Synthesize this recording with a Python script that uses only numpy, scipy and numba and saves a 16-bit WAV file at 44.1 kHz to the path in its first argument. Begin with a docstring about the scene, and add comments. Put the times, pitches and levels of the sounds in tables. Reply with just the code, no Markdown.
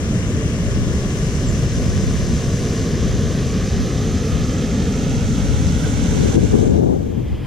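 """River over a low weir

A small stereo microphone on the bank turns slowly towards the weir. The pool below it roars, countless
bubbles splash and fizz, and reflections add a hollow colour that climbs with the turn. Moving air
rumbles on the microphone's two openings, its ports. A small bird chips once and two bubbles plop.
Near the end a gust buffets the left port while the water turns faint, dull and hollow."""
import sys
import numpy as np
from scipy import signal
from scipy.fft import rfft, irfft, next_fast_len
from scipy.io import wavfile
from scipy.ndimage import uniform_filter1d
from numba import njit

SR = 44100
rng = np.random.default_rng(int(sys.argv[2]) if len(sys.argv) > 2 else 0)


def unload_wav(signal):
    """Save mono or channel-first audio to the path in sys.argv[1] as 16-bit WAV at rate SR, clipped to [-1, 1]."""
    wavfile.write(
        sys.argv[1],
        SR,
        np.round(np.clip(np.atleast_2d(signal).T, -1, 1) * 32767).astype(np.int16),
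    )


N = 328986
TIME = np.arange(N) / SR
FFT_SIZE = next_fast_len(N)
FREQS = np.maximum(np.arange(FFT_SIZE // 2 + 1) * SR / FFT_SIZE, 1)
RUMBLE_TOP_HZ, ROAR_TOP_HZ, WASH_TOP_HZ, SPLASH_TOP_HZ = 137.2, 612, 2350, 4740

# The deep sound both ports share, called the mid. Each row: frequency in Hz, level in dB.
DEEP_MID = [(12, -42), (20, -19), (40, -3), (70, 1), (150, 0.5), (250, -4), (335, -9.5), (440, -9.5),
            (520, -15), (640, -24), (880, -26), (1400, -52)]
# The deep sound that differs between them, called the side. Each row: frequency in Hz, level in dB.
DEEP_SIDE = [(12, -30), (20, -20.5), (80, -3.5), (189, -16.5), (278, -14), (323, -16), (452, -17),
             (612, -29), (748, -32), (1100, -22), (1430, -63), (2420, -120)]


def undb(db):
    """Turn decibels into a gain to multiply by."""
    return np.exp(np.asarray(db) * (np.log(10) / 20))


def unit(x):
    """Scale a sound to an average strength (rms) of 1."""
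    return x / np.sqrt(np.mean(x ** 2))


def steady(x, seconds):
    """Even out the slow swells of a noise, leaving its strength at 1."""
    return x / np.sqrt(uniform_filter1d(x ** 2, int(seconds * SR)))


def colour(points):
    """A gain for every frequency, drawn through points of Hz and dB."""
    hz, db = np.transpose(points)
    return undb(np.interp(np.log(FREQS), np.log(hz), db))


def below(hz, order=8):
    """Gains that keep what lies below hz; a higher order cuts more sharply."""
    return 1 / np.sqrt(1 + (FREQS / hz) ** (2 * order))


def above(hz, order=8):
    """Gains that keep what lies above hz."""
    return np.sqrt(1 - below(hz, order) ** 2)


def shape(x, gain):
    """Filter a sound with one gain for each frequency."""
    return irfft(rfft(x, FFT_SIZE) * gain, FFT_SIZE)[..., :N]


def wander(per_second):
    """A smooth random curve that strays about 1 either side of zero."""
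    hold = max(int(SR / per_second), 2)
    steps = np.repeat(rng.standard_normal(N // hold + 1), hold)
    return 1.3 * uniform_filter1d(uniform_filter1d(steps, hold), hold)[:N]


def swell(centre_s, length_s):
    """A smooth rise and fall, 1 at its centre."""
    return np.cos(np.pi * np.clip((TIME - centre_s) / length_s, -.5, .5))


def envelope(start_s, rise_s, end_s, fall_db_per_s, level_db):
    """Rise in a straight line, hold until end_s, then die away."""
    rise = np.clip((TIME - start_s) / rise_s, 0, 1)
    return rise * undb(level_db - fall_db_per_s * np.maximum(TIME - end_s, 0))


def placed(pan_db):
    """Gains that make the left port pan_db louder than the right, keeping the total power."""
    ports = undb(np.array([pan_db, -pan_db]) / 2).reshape(2, -1)
    return ports / np.sqrt(np.mean(ports ** 2, axis=0))


def through_ports(x, balance):
    """Give each port its own colour, from points of Hz and left minus right dB."""
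    left = np.sqrt(colour(balance))
    return shape(x, np.array([left, 1 / left]))


def bearing():
    """Direction of the weir in degrees as the microphone turns; right is positive."""
    # Each row: time in seconds, direction in degrees.
    turn = [(0, -57.5), (1, -47.5), (2, -28.5), (4, 3.5), (6, 28.5), (7.44, 42.5)]
    return np.interp(TIME, *np.transpose(turn))


def bubbles(cycles, glide, spread_db, count=14000, samples=320):
    """Tiny bubbles, as mid and side: each rings a few cycles and rises in pitch; a few are much louder."""
    when, pitch, loudness, position = rng.random((count, 4)).T[:, :, None]
    hz = 900 * 12 ** pitch
    age = np.arange(samples) / SR
    life = age * hz / cycles  # reaches 1 when the ring has fallen by 60 dB
    phase = 2 * np.pi * hz * age * (1 + glide * np.minimum(life, 1))
    ring = np.sin(phase) * np.exp(-np.log(1000) * life)
    ring *= hz * undb(-spread_db * np.log(np.maximum(loudness, .004)))
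    slots = ((when * N).astype(int) + np.arange(samples)).ravel()
    return np.array([unit(np.bincount(slots, (ring * gain).ravel(), N)[:N])
                     for gain in (1, 2 * position - 1)])


def white_water(flicker_db, bubble_db):
    """Churning foam, as mid and side: each band of noise flickers alone and bubbles ride on top."""
    rest = rfft(rng.standard_normal((2, N)), FFT_SIZE)
    foam = 0
    for top_hz in [*np.geomspace(250, 12000, 12), SR]:
        band = rest * (FREQS < top_hz)
        rest = rest - band
        foam = foam + irfft(band, FFT_SIZE)[:, :N] * undb(flicker_db * wander(22.033))
    return unit(foam) + undb(bubble_db) * bubbles(cycles=7.7, glide=0.13, spread_db=2.0)


def port_lead(water):
    """In some bands the left port leads the right: part of the side is the mid, a quarter cycle ahead."""
    # Each row: frequency in Hz, share of the mid put into the side.
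    lead = [(1050, 0.031), (1300, 0.45), (1800, .58), (2100, 0.063), (3500, 0), (5300, 0), (6100, .5),
            (6700, .5), (7500, 0.028)]
    share = np.interp(FREQS, *np.transpose(lead))
    mid, side = water
    return np.array([mid, shape(side, np.sqrt(1 - share ** 2)) + shape(mid, 1j * share)])


def heard_level_db(drop_s=0.012, recovery_s=0.033):
    """The water's level as heard swells, then fades, and ducks briefly as the gust hits the microphone."""
    # Each row: time in seconds, level in dB before each layer takes its share.
    fade = [(5.5, 0), (6.2, 1.3), (6.34, 1), (6.42, -1.5), (6.52, -1.5), (6.7, -5.5), (6.86, -12),
            (7.1, -17), (7.44, -24)]
    # Each row: time in seconds, how far the level ducks in dB before each layer takes its share.
    ducks = [(6.372, -6.5), (6.538, -2.5), (6.688, -3), (6.8, -3)]
    level_db = np.interp(TIME, *np.transpose(fade))
    for at_s, depth_db in ducks:
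        drop = np.clip((TIME - at_s) / drop_s + 1, 0, 1)
        level_db += depth_db * drop * np.exp(-np.maximum(TIME - at_s, 0) / recovery_s)
    return level_db


def water_layer(source, mid_colour, side_colour, band, settings):
    """One band of the water; its level, its balance and how alike the ports sound follow the turn."""
    # The settings: level in dB, extra dB with the weir at the right, share of the fade and ducks,
    # left minus right dB facing the weir, swing of that balance in dB, best likeness of the ports
    # (before the limit of 0.99), direction of that best in degrees, loss of likeness away from it.
    level_db, rise_db, fade_share, balance_db, swing_db, best, best_deg, loss = settings
    rightward = np.sin(np.radians(bearing()))
    db = level_db + rise_db * rightward + fade_share * heard_level_db()
    likeness = np.clip(best - loss * (rightward - np.sin(np.radians(best_deg))) ** 2, -.99, .99)
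    mid = steady(shape(source[0], colour(mid_colour) * band), 0.31) * np.sqrt((1 + likeness) / 2)
    side = steady(shape(source[1], colour(side_colour) * band), 0.21) * np.sqrt((1 - likeness) / 2)
    return np.array([mid + side, mid - side]) * placed(balance_db + swing_db * rightward) * undb(db)


def plunge_pool(water):
    """Big air pockets roar in the pool below the weir, and surge twice."""
    # The roar's settings, as listed in water_layer.
    settings = (-21.5, 1.73, 0.5, 0.35, 0.8, 1.36, -15, 0.8)
    # Each row: middle of the surge in seconds, length in seconds, boost in dB.
    surges = [(2.996, 0.83, 1.5), (4.768, 0.52, 1.4)]
    roar = water_layer(water, DEEP_MID, DEEP_SIDE, above(RUMBLE_TOP_HZ) * below(ROAR_TOP_HZ), settings)
    return roar * undb(sum(db * swell(at_s, length_s) for at_s, length_s, db in surges))


def uneven_spray(spray):
    """Spray flies up in spurts, is louder from some directions, and rings each port in its own way."""
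    # Each row: direction of the weir in degrees, boost in dB.
    boosts = [(-49, -0.17), (-44, 1.3), (-18, 1.3), (-8, -0.8), (12, -0.5), (33, 2.5)]
    # Each row: frequency in Hz, left minus right in dB.
    balance = [(5000, -1.5), (6000, -1), (6900, -0.5), (7700, 9), (8500, -8), (10000, -2.5), (12000, -2.5)]
    boost_db = np.interp(bearing(), *np.transpose(boosts))
    return through_ports(spray * undb(boost_db + 0.2 * wander(16)), balance)


@njit
def moving_band(x, hz, width_hz, gain):
    """Lift (gain over 1) or cut (gain under 1) a moving band, with a state-variable filter."""
    out = np.empty(len(x))
    band_state, low_state = 0., 0.
    for i in range(len(x)):
        tuning = np.tan(np.pi * hz[i] / SR)
        damping = width_hz / hz[i] / np.sqrt(gain[i])
        band = (band_state + tuning * (x[i] - low_state)) / (1 + tuning * (tuning + damping))
        band_state = 2 * band - band_state
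        low_state += 2 * tuning * band
        out[i] = x[i] + (gain[i] - 1) * damping * band
    return out


def reflections(x, left_deg=-56, ahead_deg=2, right_deg=27.3, climb_from_deg=-22):
    """Close reflections lift or cancel bands of the mid; the turn shortens their paths, so bands climb."""
    # Each row: frequency in Hz with the weir at the left, then at the right, width in Hz,
    # boost in dB with the weir at the left, ahead and at the right.
    bands = [ (195, 260, 75, 2, 1, 3.5), (308, 363, 58, -1, -4.5, -11.5), (615, 657, 103, 3, -3, -5.5),
             (863, 1197, 174, -5, -8.5, -7.5), (1094, 1440, 330, 5.5, 4, 3.5),
             (1330, 1770, 135, -1.5, -6, -6.5), (1710, 1760, 67, 2.5, 4.5, 2.5), (2090, 2300, 93, 1, 0, 1),
             (2180, 2460, 200, -0.5, -3.5, -4.5), (2547, 3380, 180, -3, -4, -2.5),
             (2840, 3420, 170, 3, 1.5, 5.5), (4660, 4930, 1170, -1.5, -0.1, -4.5),
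             (6080, 6380, 580, 0, 3.5, 2.5), (8450, 9200, 1500, 0.5, -5, -1.5)]
    degrees = bearing()
    shortening = 1 - np.cos(np.radians(np.maximum(degrees - climb_from_deg, 0)))
    climb = shortening / (1 - np.cos(np.radians(right_deg - climb_from_deg)))
    mid, side = (x[0] + x[1]) / 2, (x[0] - x[1]) / 2
    for left_hz, right_hz, width_hz, *boosts_db in bands:
        gain = undb(np.interp(degrees, (left_deg, ahead_deg, right_deg), boosts_db))
        mid = moving_band(mid, left_hz + (right_hz - left_hz) * climb, float(width_hz), gain)
    return np.array([mid + side, mid - side])


def weir():
    """From low to high: the pool roars, foam washes, small bubbles splash, the finest spray hisses."""
    # The bright hiss, mid and side; the side falls away near 4000 to 4700 Hz. Each row: frequency in Hz, level
    # in dB.
    bright_mid = [(600, 5.5), (760, 1.5), (910, -2.5), (1250, -2), (1750, -3.5), (2500, -7.5), (3400, -6.5),
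                  (4000, -7.5), (4700, -10.5), (5400, -7), (6100, -5.5), (6800, -9), (7500, -12),
                  (8200, -16.5), (9800, -19), (11000, -27.5), (12500, -26.5), (14700, -40)]
    bright_side = [(600, -5), (760, -3.5), (1000, -5), (1400, -4), (2300, -10.5), (2900, -10),
                   (3250, -10.5), (4100, -18), (4700, -20), (5600, -2.5), (6500, 1), (8300, -8),
                   (9600, -10), (11000, -15), (14700, -33)]
    # Each layer's settings, as listed in water_layer.
    wash_settings = (-36.5, 1.6, 1.0, -2.5, -12, 0.75, -4, 0.83)
    splash_settings = (-40, 1.3, 1.04, -0.4, -9.5, 1, 2, 2)
    spray_settings = (-38, 0, 1.1, 1, 1, 0.48, -3.5, 1.28)
    # How the ports colour the wash. Each row: frequency in Hz, left minus right in dB.
    wash_balance = [(600, -3.5), (800, -1), (1250, -3.5), (1850, 4.5), (2500, 2.5)]
    water = port_lead(white_water(flicker_db=0.8, bubble_db=-9.0))
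    wash_band = above(ROAR_TOP_HZ) * below(WASH_TOP_HZ)
    splash_band = above(WASH_TOP_HZ) * below(SPLASH_TOP_HZ, order=16)
    spray_band = above(SPLASH_TOP_HZ, order=16)
    wash = water_layer(water, bright_mid, bright_side, wash_band, wash_settings)
    splash = water_layer(water, bright_mid, bright_side, splash_band, splash_settings)
    spray = water_layer(water, bright_mid, bright_side, spray_band, spray_settings)
    return reflections(plunge_pool(water) + through_ports(wash, wash_balance) + splash + uneven_spray(spray))


def rumble(wander_db):
    """The deep thunder of the falling water, wandering a little in level."""
    # The thunder's settings, as listed in water_layer.
    settings = (-21.5, -0.7, 0.14, 1.5, 0, .8, -2, 0)
    thunder = water_layer(rng.standard_normal((2, N)), DEEP_MID, DEEP_SIDE, below(RUMBLE_TOP_HZ), settings)
    return thunder * undb(wander_db * wander(5.5))


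def moving_air(top_hz):
    """Air presses on each port separately, making a very deep noise."""
    return shape(rng.standard_normal((2, N)), colour(DEEP_SIDE) * below(top_hz, order=4))


def microphone_hiss(level_db):
    """The microphone's own faint, high hiss."""
    # Each row: frequency in Hz, level in dB.
    tone = [(8000, -3), (11000, -8), (12300, 3), (13600, 3), (14800, -15)]
    return unit(shape(rng.standard_normal((2, N)), colour(tone))) * undb(level_db)


def breeze(top_hz, right_db):
    """Deep swirls of air: short puffs, then a long push on the left that starts ahead of the gust."""
    # Each row: middle of the puff in seconds, length in seconds, level in dB, left minus right in dB.
    puffs = [(0.795, 0.42, -21, 7), (1.517, 0.12, -19, -7), (2.046, 0.93, -21, -5), (3.107, 0.45, -21.5, 6),
             (3.782, 0.16, -17.5, 0), (4.368, 0.18, -21, 14.5), (5.15, 0.38, -23.5, -1),
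             (5.558, 0.71, -17.5, 8), (7.331, 0.06, -17.5, -1)]
    # The push: start, rise time and end of hold in seconds, fall in dB per second, level in dB.
    push_shape = (5.5, .5, 6.76, 80, -18.5)
    air = steady(moving_air(top_hz), seconds=0.114)
    puff_power = sum((swell(at_s, length_s) * undb(db) * placed(pan_db)) ** 2
                     for at_s, length_s, db, pan_db in puffs)
    push = envelope(*push_shape) * undb([[0], [right_db]])
    return air * np.sqrt(puff_power + push ** 2)


def bird(start_s=1.457, length_s=0.065, from_hz=8100, to_hz=7200, fall_s=0.02, level_db=-35):
    """One thin chip whose pitch falls quickly and settles."""
    hz = to_hz + (from_hz - to_hz) * np.exp(-np.maximum(TIME - start_s, 0) / fall_s)
    chip = np.sin(2 * np.pi * np.cumsum(hz) / SR) * swell(start_s + length_s / 2, length_s)
    return chip * undb(level_db) * placed(pan_db=-1.5)


def plops(length_s, pan_db):
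    """Two larger bubbles ring near the bank, one just after the other."""
    # Each row: middle of the plop in seconds, pitch in Hz, level in dB.
    pair = [(5.846, 1560, -31.5), (5.865, 1450, -35)]
    rings = sum(np.sin(2 * np.pi * hz * TIME) * swell(at_s, length_s) * undb(db) for at_s, hz, db in pair)
    return rings * placed(pan_db)


def gust(right_db, right_above_hz, lag_ms, drop_db=6, drop_s=0.05):
    """Rough air flutters and thumps on the left port; its upper part reaches the right a little later."""
    # Each row: frequency in Hz, level in dB.
    tone = [(40, -25), (120, 0.5), (230, 1.5), (430, -2), (600, -12), (800, -17.5), (1000, -30),
            (1400, -40), (2500, -70), (5000, -78)]
    # The flutter: start, rise time and end of hold in seconds, fall in dB per second, level in dB.
    flutter_shape = (6.48, .11, 6.93, 26, -11.8)
    # Each row: middle of the thump in seconds, length in seconds, level in dB.
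    thumps = [(6.235, 0.24, -14), (6.372, 0.068, -8.5), (6.437, 0.073, -11.5), (6.542, 0.056, -8),
              (7.19, 0.066, -16)]
    let_go = np.clip((TIME - flutter_shape[2]) / drop_s, 0, 1)  # a quick drop as the hold ends
    flutter_level = envelope(*flutter_shape) * undb(-drop_db * let_go)
    thump_level = sum(swell(at_s, length_s) * undb(db) for at_s, length_s, db in thumps)
    flutter, deep = shape(rng.standard_normal((2, N)), colour(tone))
    deep = shape(deep, above(hz=90, order=2) * below(hz=328, order=1))
    left = steady(flutter, seconds=.04) * flutter_level + steady(deep, seconds=0.057) * thump_level
    upper = shape(left, above(right_above_hz, order=1))
    right = -undb(right_db) * np.interp(TIME - lag_ms / 1000, TIME, upper)  # the wave is upside down
    return np.array([left, right])


def hollow_rush(start_s, rise_s, level_db):
    """A hollow, centred rush that swells as the bright water fades."""
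    # Each row: frequency in Hz, level in dB.
    tone = [(300, 2), (1000, 0.5), (1500, -5.5), (2300, -2.5), (2750, -5), (3170, 0), (3550, -9),
            (3900, -14), (5000, -13), (6500, -25), (10000, -25), (14000, -39)]
    rush = unit(shape(rng.standard_normal(N), colour(tone)))
    rise = np.clip((TIME - start_s) / rise_s, 0, 1)
    return rush * rise * undb(level_db + 1.1 * wander(22))


def scene():
    """Water, wind, bird and microphone hiss together."""
    water = weir() + rumble(wander_db=0.5) + plops(length_s=0.025, pan_db=-7)
    water += hollow_rush(start_s=6.8, rise_s=.65, level_db=-41)
    wind = unit(moving_air(top_hz=41.4)) * undb(-37.5)  # slow air that never stops
    wind += breeze(top_hz=161, right_db=-10)
    wind += gust(right_db=-3.0, right_above_hz=724, lag_ms=0.11)
    return water + wind + bird() + microphone_hiss(level_db=-60.5)


def record(dry, top_hz=14900):
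    """The recorder rounds off the tallest peaks and cuts the highest treble."""
    rounded = dry / (1 + dry ** 6) ** (1 / 6)
    return signal.sosfilt(signal.ellip(10, .2, 80, top_hz, fs=SR, output="sos"), rounded)


dry = scene()
out = record(dry)
unload_wav(out)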